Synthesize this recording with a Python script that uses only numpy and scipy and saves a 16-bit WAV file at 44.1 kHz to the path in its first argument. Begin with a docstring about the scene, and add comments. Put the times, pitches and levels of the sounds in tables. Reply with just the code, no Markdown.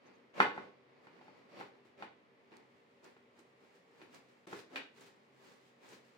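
"""A short rub of gloves, then a scrape into a ringing knock: a metal tool seats in the bottom bracket
of a steel bicycle frame and is turned by hand. Each knock sets the frame tubes ringing; in between,
the tool slides on the metal and the rubber gloves rub, crinkle and snap.
A spaced pair of microphones hears it in a quiet workshop, far enough back to take in plenty of room."""
import sys
import numpy as np
from scipy import signal
from scipy.fft import rfft, irfft, next_fast_len
from scipy.io import wavfile

SR = 44100
rng = np.random.default_rng(int(sys.argv[2]) if len(sys.argv) > 2 else 0)


def generate_wav(sig):
    """Save sig (samples, or channels by samples) to the path in sys.argv[1] as 16-bit PCM at SR."""
    pcm = np.round(np.clip(np.atleast_2d(sig).T, -1, 1) * 32767).astype(np.int16)
    wavfile.write(sys.argv[1], SR, pcm)


N = 272097
TIME = np.arange(N) / SR
AGE = np.arange(SR) / SR   # one second, counted from an onset
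BLOW_GAIN = np.sqrt(SR / 100)   # gives a unit-energy blow the energy of 10 ms at unit power


# Modes of the frame's thump, the hollow bracket shell, the tool's clank and the long-ringing tubes.
# Each row: pitch in Hz, relative level in dB, time to fall 60 dB in seconds.
THUMP_MODES = [(121, -15, 0.081), (181, 1.5, 0.027), (243, -2.5, 0.06), (329.4, 0.5, 0.078),
               (382, -6, 0.093), (470, 2, 0.053)]
SHELL_MODES = [(773, 6, 0.026), (828, -3, 0.044), (876, -1, 0.11), (982, 1, 0.046)]
CLANK_MODES = [(1050, 2, 0.015), (1316, -3.5, 0.014), (1343, -2, 0.017), (1462, 0, 0.021),
               (1756, -6, 0.021), (2065, -5.5, 0.026)]
TUBE_MODES = [(242, -18, .35), (386, -12, .33), (490, -14, .65), (583, -17, .7), (803, -7, .25),
              (863, -6, .33), (942, -5, .33), (1104, -6, .44), (1246, -4, .25), (1372, -3, .3),
              (1512, -3, .32), (1658, -17, .4), (1696, -10, .22), (1762, -6, .25), (1948, -5, .28),
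              (2094, -8, .3), (2342, -12, .2), (2401, -6, .28), (2470, -10, .25), (2988, -16, .3),
              (3499, -18, .28), (3671, -22, .27), (3895, -16, .22), (4840, -29, .26)]
# Tool meets frame. Each row: start in seconds, then relative dB of thump, shell, clank and clack.
KNOCKS = [(0.4015, -34, -25.5, -20.5, -34.5), (0.421, -58, -42, -40, -42), (0.4534, -54, -35.5, -51, -63),
          (0.463, -64, -42, -50, -59), (0.5772, -49, -42.5, -44.5, -72), (1.069, -62.5, -61, -61.5, -68),
          (1.212, -72, -59, -75, -72), (1.281, -66, -56.5, -66, -73), (1.610, -54.5, -46.5, -49.5, -59.5),
          (2.0232, -58, -46, -48, -53.5), (2.032, -58, -47.5, -69, -70), (2.517, -64, -81, -81, -69.5),
          (3.165, -74, -68, -67, -75), (3.387, -63, -73, -84, -75), (4.015, -59.5, -66, -67, -61.5),
          (4.470, -57, -66, -63, -68), (4.528, -45.5, -48.5, -47, -60), (4.758, -60, -52.5, -51, -41),
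          (4.772, -65, -58.5, -51, -50.5)]

def knocks(room, tubes_db=-4, left_db=-0.3):
    """Each contact thumps the frame, sounds its shell and clanks the tool; the tubes ring on."""
    thump = struck(THUMP_MODES, lag_ms=0.12, spread_ms=0.044, contact_s=0.0024)
    shell = struck(SHELL_MODES, lag_ms=0.31, spread_ms=0.12, contact_s=0.00012)
    clank = struck(CLANK_MODES, lag_ms=0.25, spread_ms=0.0315, contact_s=0.0016)
    tubes = struck(TUBE_MODES, lag_ms=0.15, spread_ms=0.13, contact_s=0.0027)
    parts = np.array([with_room(thump, room, wet_db=-0.5),
                      with_room(shell, room, wet_db=-7),
                      with_room(clank, room, wet_db=-3.5) + from_db(tubes_db) * tubes,
                      with_room(clack(), room, wet_db=3)])
    out = np.zeros((2, N))
    for start, *levels_db in KNOCKS:
        add(out, start, BLOW_GAIN * np.tensordot(from_db(levels_db), parts, 1))
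    return out * from_db([[left_db], [-left_db]])


def struck(modes, lag_ms, spread_ms, contact_s):
    """Modes swell on contact and ring, each from its own place, mostly nearer the left microphone."""
    out = 0
    for hz, db, t60 in modes:
        lag_s = (lag_ms + spread_ms * rng.standard_normal()) / 1000
        delays = np.maximum([[-lag_s], [lag_s]], 0)
        age = np.maximum(AGE - delays, 0)
        swell = 1 - np.exp(-(age / contact_s) ** 2)
        tone = np.sin(2 * np.pi * (hz * age + rng.random()))
        out = out + from_db(db) * swell * tone * decay(age, t60)
    return unit_energy(out)


# The spectrum of a hard contact. Each row: frequency in Hz, relative density in dB.
CLACK_COLOUR = [(400, -23), (1000, -11.5), (1600, 4), (2450, 4), (3000, -2), (3700, -4.5), (4800, -10),
                (6500, -19), (9000, -24), (11000, -37), (15500, -30.5)]

def clack(t60=0.019, contact_s=0.00078):
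    """High modes too crowded to tell apart die within a few hundredths of a second."""
    hiss = coloured(diffuse_noise(N), CLACK_COLOUR)[:, :SR]
    attack = 1 - np.exp(-AGE / contact_s)
    return unit_energy(hiss * attack * decay(AGE, t60))


# Spectra of sliding metal, rubbing gloves and crinkling rubber.
# Each row: frequency in Hz, relative density in dB.
SCRAPE_COLOUR = [(60, -47.5), (130, -5), (240, 1), (450, 3), (620, 2), (830, -3.5), (1150, -4.5),
                 (1500, -8.5), (2400, -9.5), (3400, -16.5), (4550, -21), (7000, -34), (15000, -61.5)]
RUB_COLOUR = [(60, -29), (130, -5), (240, 2), (330, 1), (450, 5), (650, -5), (880, -1.5), (1300, -7.5),
              (2400, -9), (3200, -19.5), (4700, -19.5), (7000, -37), (15000, -77)]
CRINKLE_COLOUR = [(500, -11.5), (1600, 12), (2500, 7.5), (3400, 7.5), (4800, 5), (6000, 2), (7600, 1),
                  (8400, -4.5), (9200, -1.5), (10200, -12), (13000, -10), (15500, -10)]

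def handling(room, rub_db=-1, crackle_db=-4, scrape_db=2.5):
    """The tool scrapes in the shell while the gloves rub and crinkle on it."""
    rubbing, flexing = hand_effort()
    sliding, pushing = scrape_effort()
    creasing = flexing + pushing
    rub = friction(rubbing, RUB_COLOUR, room, slips_per_s=4500, uneven_db=2, wet_db=-4.5)
    crinkle = friction(creasing, CRINKLE_COLOUR, room, slips_per_s=9500, uneven_db=2.7, wet_db=-2.5)
    crackle = friction(creasing, CRINKLE_COLOUR, room, slips_per_s=260, uneven_db=-0.9, wet_db=0.5)
    scrape = friction(sliding, SCRAPE_COLOUR, room, slips_per_s=6000, uneven_db=3.05, wet_db=1.5)
    rubber = from_db(rub_db) * rub + crinkle + from_db(crackle_db) * crackle
    return from_db(scrape_db) * scrape + tool_singing(sliding, room) + rubber


def friction(level, colour, room, slips_per_s, uneven_db, wet_db, direct_db=-7):
    """Tiny uneven slips come at random; their direct sound reaches the right microphone first."""
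    sizes = from_db(uneven_db * np.minimum(rng.exponential(1, N), 4))
    slips = unit_power((rng.random(N) < slips_per_s / SR) * sizes)
    direct = slips * rng.standard_normal(N)
    direct = np.array([np.roll(direct, 18), direct])   # 0.4 ms later on the left
    grains = unit_power(slips * diffuse_noise(N) + from_db(direct_db) * direct)
    dry = coloured(grains * level, colour)
    return (dry + from_db(wet_db) * reverb(dry, room)) / np.hypot(1, from_db(wet_db))


# Metal slides on metal. Each row: start and end in seconds, then relative dB of the scrape
# at its start, the scrape at its end and the glove crinkle at its end.
SCRAPES = [(0.335, 0.406, -59.5, -39, -56), (0.52, 0.569, -67, -51.5, -72), (0.572, 0.689, -53.5, -67, -91),
           (1.204, 1.421, -68, -68, -100), (1.486, 1.609, -68, -48.5, -66.5), (1.594, 1.686, -64, -75, -82),
           (1.97, 2.019, -65, -53, -73), (4.455, 4.537, -59.5, -54.5, -64), (4.519, 4.606, -65.5, -61, -59),
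           (4.695, 4.769, -65, -47.5, -62)]

def scrape_effort(catch_s=0.008):
    """Gains of scrape and pushing glove: a slide catches, then grows, holds or fades until it stops."""
    scrape, glove = np.zeros((2, N))
    for start, end, start_db, end_db, glove_db in SCRAPES:
        catch = np.clip((TIME - start) / catch_s, 0, 1) * (TIME < end)
        slide = catch * from_db(np.interp(TIME, [start, end], [start_db, end_db]))
        scrape += slide
        glove += slide * from_db(glove_db - end_db)
    return scrape, glove


# The tool's high modes. Each row: pitch in Hz, time to fall 60 dB in seconds, relative level in dB.
SINGING_MODES = [(4530, .014, -19), (5520, 0.037, -26)]

def tool_singing(sliding, room, loose_from_s=1.0, loose_until_s=1.9, drive_limit_db=-51, wet_db=-2):
    """While the tool slides loose in the shell, friction keeps its high modes ringing faintly."""
    modes = sum(from_db(db) * resonate(diffuse_noise(N), hz, t60) for hz, t60, db in SINGING_MODES)
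    loose = (TIME > loose_from_s) & (TIME < loose_until_s)
    dry = np.minimum(sliding, from_db(drive_limit_db)) * loose * modes
    return dry + from_db(wet_db) * reverb(dry, room)


# The gloves keep shifting their grip. Each row: time in seconds, then relative dB of rub and crinkle.
GRIP = [(0.15, -72.5, -91), (0.8, -69.5, -100), (1.2, -64, -84), (2.25, -76.5, -97), (2.72, -70.5, -83.5),
        (3.3, -79.5, -89), (3.65, -70.5, -79.5), (5.3, -72.5, -84), (6.17, -74, -84)]
# The hands push or twist the tool.
# Each row: peak time, rise and fall in seconds, then relative dB of rub and crinkle.
STROKES = [(0.068, 0.086, 0.17, -59, -86), (1.048, 0.064, 0.083, -61, -79), (1.385, .06, 0.065, -70, -84),
           (1.853, .016, 0.068, -64, -76), (2.532, 0.043, 0.13, -56.5, -78), (3.047, .03, 0.11, -56.5, -69),
           (3.392, 0.067, 0.05, -64, -72.5), (3.65, 0.088, .08, -66, -80), (3.758, .07, 0.059, -72, -74.5),
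           (4.018, 0.11, 0.087, -58, -74.5), (4.147, 0.049, 0.069, -53.5, -63.5),
           (4.298, 0.037, 0.07, -70, -75.5), (4.977, 0.044, .06, -59.5, -66),
           (5.016, 0.035, .08, -58.5, -64), (5.075, 0.089, 0.057, -62, -66), (5.48, 0.2, 0.17, -61, -68),
           (5.665, 0.17, .11, -82, -74), (5.842, 0.051, 0.08, -58.5, -67.5),
           (5.925, 0.1, 0.087, -55.5, -60.5), (6.05, .05, .16, -79, -74.5)]

def hand_effort(fidget_db=2, fidgets_per_s=13, stroke_range_db=20.5, roundness=1.17):
    """Gains of rubbing and crinkling: a restless grip, and strokes that swell to a peak and relax."""
    times, *grip_db = np.transpose(GRIP)
    held_db = np.array([np.interp(TIME, times, db) for db in grip_db])
    fidget = np.interp(TIME * fidgets_per_s, np.arange(1000), rng.standard_normal(1000))
    power = from_db(held_db + fidget_db * fidget) ** 2
    for peak, rise, fall, *levels_db in STROKES:
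        near = (TIME > peak - 2 * rise) & (TIME < peak + 2 * fall)
        from_peak = np.maximum((peak - TIME[near]) / rise, (TIME[near] - peak) / fall)
        swell = from_db(-stroke_range_db * from_peak ** roundness)   # 1 is pointed, 2 is round
        power[:, near] += np.outer(from_db(levels_db), swell) ** 2
    return np.sqrt(power)


# Rubber lets go of metal. Each row: start in seconds, relative level in dB, pitch in Hz,
# left microphone over right in dB, room over direct sound in dB, decay constant in seconds.
SNAPS = [(2.569, -69, 6300, -10, -12, 0.00073), (3.043, -67, 6000, 2, -15, 0.0046),
         (3.391, -71.5, 7000, 1, -4, .003), (4.026, -83.5, 9000, 7, 0, .002),
         (4.145, -71, 5970, 10, -13, 0.0037), (4.474, -70.5, 6940, -9, -3, 0.0017),
         (5.008, -68, 7300, 6, -12, 0.0081), (5.889, -69.5, 7160, 8.5, 0, .006)]

def glove_snaps(room, skin_q=1.4, crack_db=-17):
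    """Stretched rubber snaps free in a bright tick."""
    out = np.zeros((2, N))
    for start, db, hz, pan_db, wet_db, decay_s in SNAPS:
        burst = rng.standard_normal((2, SR)) * (np.exp(-AGE / decay_s) + 1e-12)
        skin = signal.iirpeak(hz, skin_q, fs=SR)
        ring = signal.lfilter(*skin, signal.lfilter(*skin, burst))
        tick = unit_energy(ring + from_db(crack_db) * burst)
        mic_gains = from_db(db + np.array([[pan_db], [-pan_db]]) / 2)
        add(out, start, BLOW_GAIN * mic_gains * with_room(tick, room, wet_db))
    return out


# Tiny squeaks of the gloves. Each row: peak time in seconds, pitch in Hz, level in dB.
SQUEAKS = [(0.072, 6140, -75), (0.153, 6260, -82)]

def glove_squeaks(width_s=0.01, t60=0.013):
    """Rubber sticks and squeaks for an instant."""
    out = np.zeros((2, N))
    for peak, hz, db in SQUEAKS:
        swell = np.exp(-((TIME - peak) / width_s) ** 2 / 2)
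        out += from_db(db) * swell * resonate(rng.standard_normal((2, N)), hz, t60)
    return out


# The workshop's reverberation. Each row: frequency in Hz, time to fall 60 dB in seconds.
ROOM_T60 = [(100, 0.25), (250, 0.39), (600, 0.41), (1200, 0.31), (4000, 0.34), (8000, 0.24), (15000, 0.11)]

def workshop(gap_s=0.0009, build_s=0.0023):
    """The room's response: reflections thicken after a gap, then each band dies at its own rate."""
    edges_hz = np.geomspace(50, 18000, num=22)
    onset = 1 - np.exp(-np.maximum(AGE - gap_s, 0) / build_s)
    out = 0
    for low, high in zip(edges_hz, edges_hz[1:]):
        bandpass = signal.butter(2, [low, high], "band", fs=SR, output="sos")
        band = signal.sosfilt(bandpass, diffuse_noise(SR))
        dying = decay(AGE, at_hz(ROOM_T60, np.sqrt(low * high)))
        out = out + np.sqrt(high - low) * unit_energy(band * onset * dying)
    return unit_energy(out)


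# The hush of the workshop. Each row: frequency in Hz, relative density in dB.
HUSH_COLOUR = [(15, -76), (25, -31.5), (70, -20.5), (105, -11.5), (236, -7), (293, -4.5), (384, -11),
               (516, -6.5), (575, -4), (624, -10.5), (1160, -10.5), (1560, -16.5), (1940, -11), (4250, -26),
               (16000, -62)]
# Its low resonances. Each row: pitch in Hz, time to fall 60 dB in seconds, level in dB.
ROOM_MODES = [(132.9, 0.96, -83), (239.5, 0.3, -77.5), (397.2, 0.28, -76.5), (459, .2, -77)]

def room_tone(hush_db=-69.5):
    """A steady hush surrounds the microphones and stirs the low resonances of the room."""
    stirring = diffuse_noise(N)
    hush = from_db(hush_db) * coloured(diffuse_noise(N), HUSH_COLOUR)
    return hush + sum(from_db(db) * resonate(stirring, hz, t60) for hz, t60, db in ROOM_MODES)


# How alike the spaced pair hears the room. Each row: frequency in Hz, left-right correlation.
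MIC_LIKENESS = [(50, -0.18), (150, 1), (300, 0.91), (550, 0.52), (1000, -0.29), (2000, -0.0064),
                (15000, 0.37)]

def diffuse_noise(size):
    """White noise from all around, most alike at the two microphones in the upper bass."""
    padded = next_fast_len(size)
    mid, side = rfft(rng.standard_normal((2, padded)))
    alike = at_hz(MIC_LIKENESS, np.arange(len(mid)) * SR / padded)
    pair = np.sqrt((1 + alike) / 2) * mid + np.sqrt((1 - alike) / 2) * side * [[1], [-1]]
    return irfft(pair, padded)[:, :size]


def reverb(x, room):
    """What the room returns of a sound."""
    return signal.fftconvolve(np.atleast_2d(x), room, axes=-1)[:, :x.shape[-1]]


def with_room(blow, room, wet_db):
    """A blow followed by its reverberation."""
    return blow + from_db(wet_db) * unit_energy(reverb(blow, room))


def resonate(noise, hz, t60):
    """Noise through one resonance, at unit power."""
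    radius = decay(1 / SR, t60)
    feedback = [1, -2 * radius * np.cos(2 * np.pi * hz / SR), radius ** 2]
    return unit_power(signal.lfilter([1, 0, -1], feedback, noise))


def coloured(x, spectrum):
    """Give a flat signal a spectrum, keeping its power."""
    size = next_fast_len(N)
    hz = np.arange(size // 2 + 1) * SR / size
    gain = unit_power(from_db(at_hz(spectrum, hz)))
    return irfft(rfft(x, size) * gain, size)[..., :N]


def decay(age, t60):
    """A gain that falls 60 dB every t60 seconds."""
    return np.exp(-np.log(1000) * age / t60)


def from_db(db):
    """Decibels to gain."""
    return 10 ** (np.asarray(db) / 20)


def unit_power(x):
    """Scale to unit power."""
    return x / np.sqrt(np.mean(x ** 2) + 1e-20)


def unit_energy(x):
    """Scale each channel to unit energy."""
    return x / np.sqrt(np.sum(x ** 2, axis=-1, keepdims=True) + 1e-20)


def at_hz(points, hz):
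    """Read a table on a log-frequency axis."""
    table_hz, values = np.transpose(points)
    return np.interp(np.log(np.maximum(hz, 1)), np.log(table_hz), values)


def add(out, start_s, sound):
    """Mix a sound in from start_s on."""
    i = int(start_s * SR)
    out[..., i:i + sound.shape[-1]] += sound[..., :N - i]


def scene(dip_at_s=4.4635, dip_length_s=0.011, dip_edge_s=0.0025, dip_db=-24):
    """Tool, frame and gloves share one workshop; the level dips once, briefly."""
    room = workshop()
    mix = knocks(room) + handling(room) + glove_snaps(room) + glove_squeaks() + room_tone()
    dip = np.clip((dip_length_s / 2 - np.abs(TIME - dip_at_s)) / dip_edge_s, 0, 1)
    return mix * from_db(dip_db * dip)


def record(dry, low_cut_hz=75, high_cut_hz=15900):
    """The microphones drop the deep bass, and the highest treble is cut steeply."""
    low_cut = signal.butter(2, low_cut_hz, "high", fs=SR, output="sos")
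    high_cut = signal.ellip(10, 0.1, 70, high_cut_hz, fs=SR, output="sos")
    return signal.sosfilt(high_cut, signal.sosfilt(low_cut, dry))


dry = scene()
out = record(dry)
generate_wav(out)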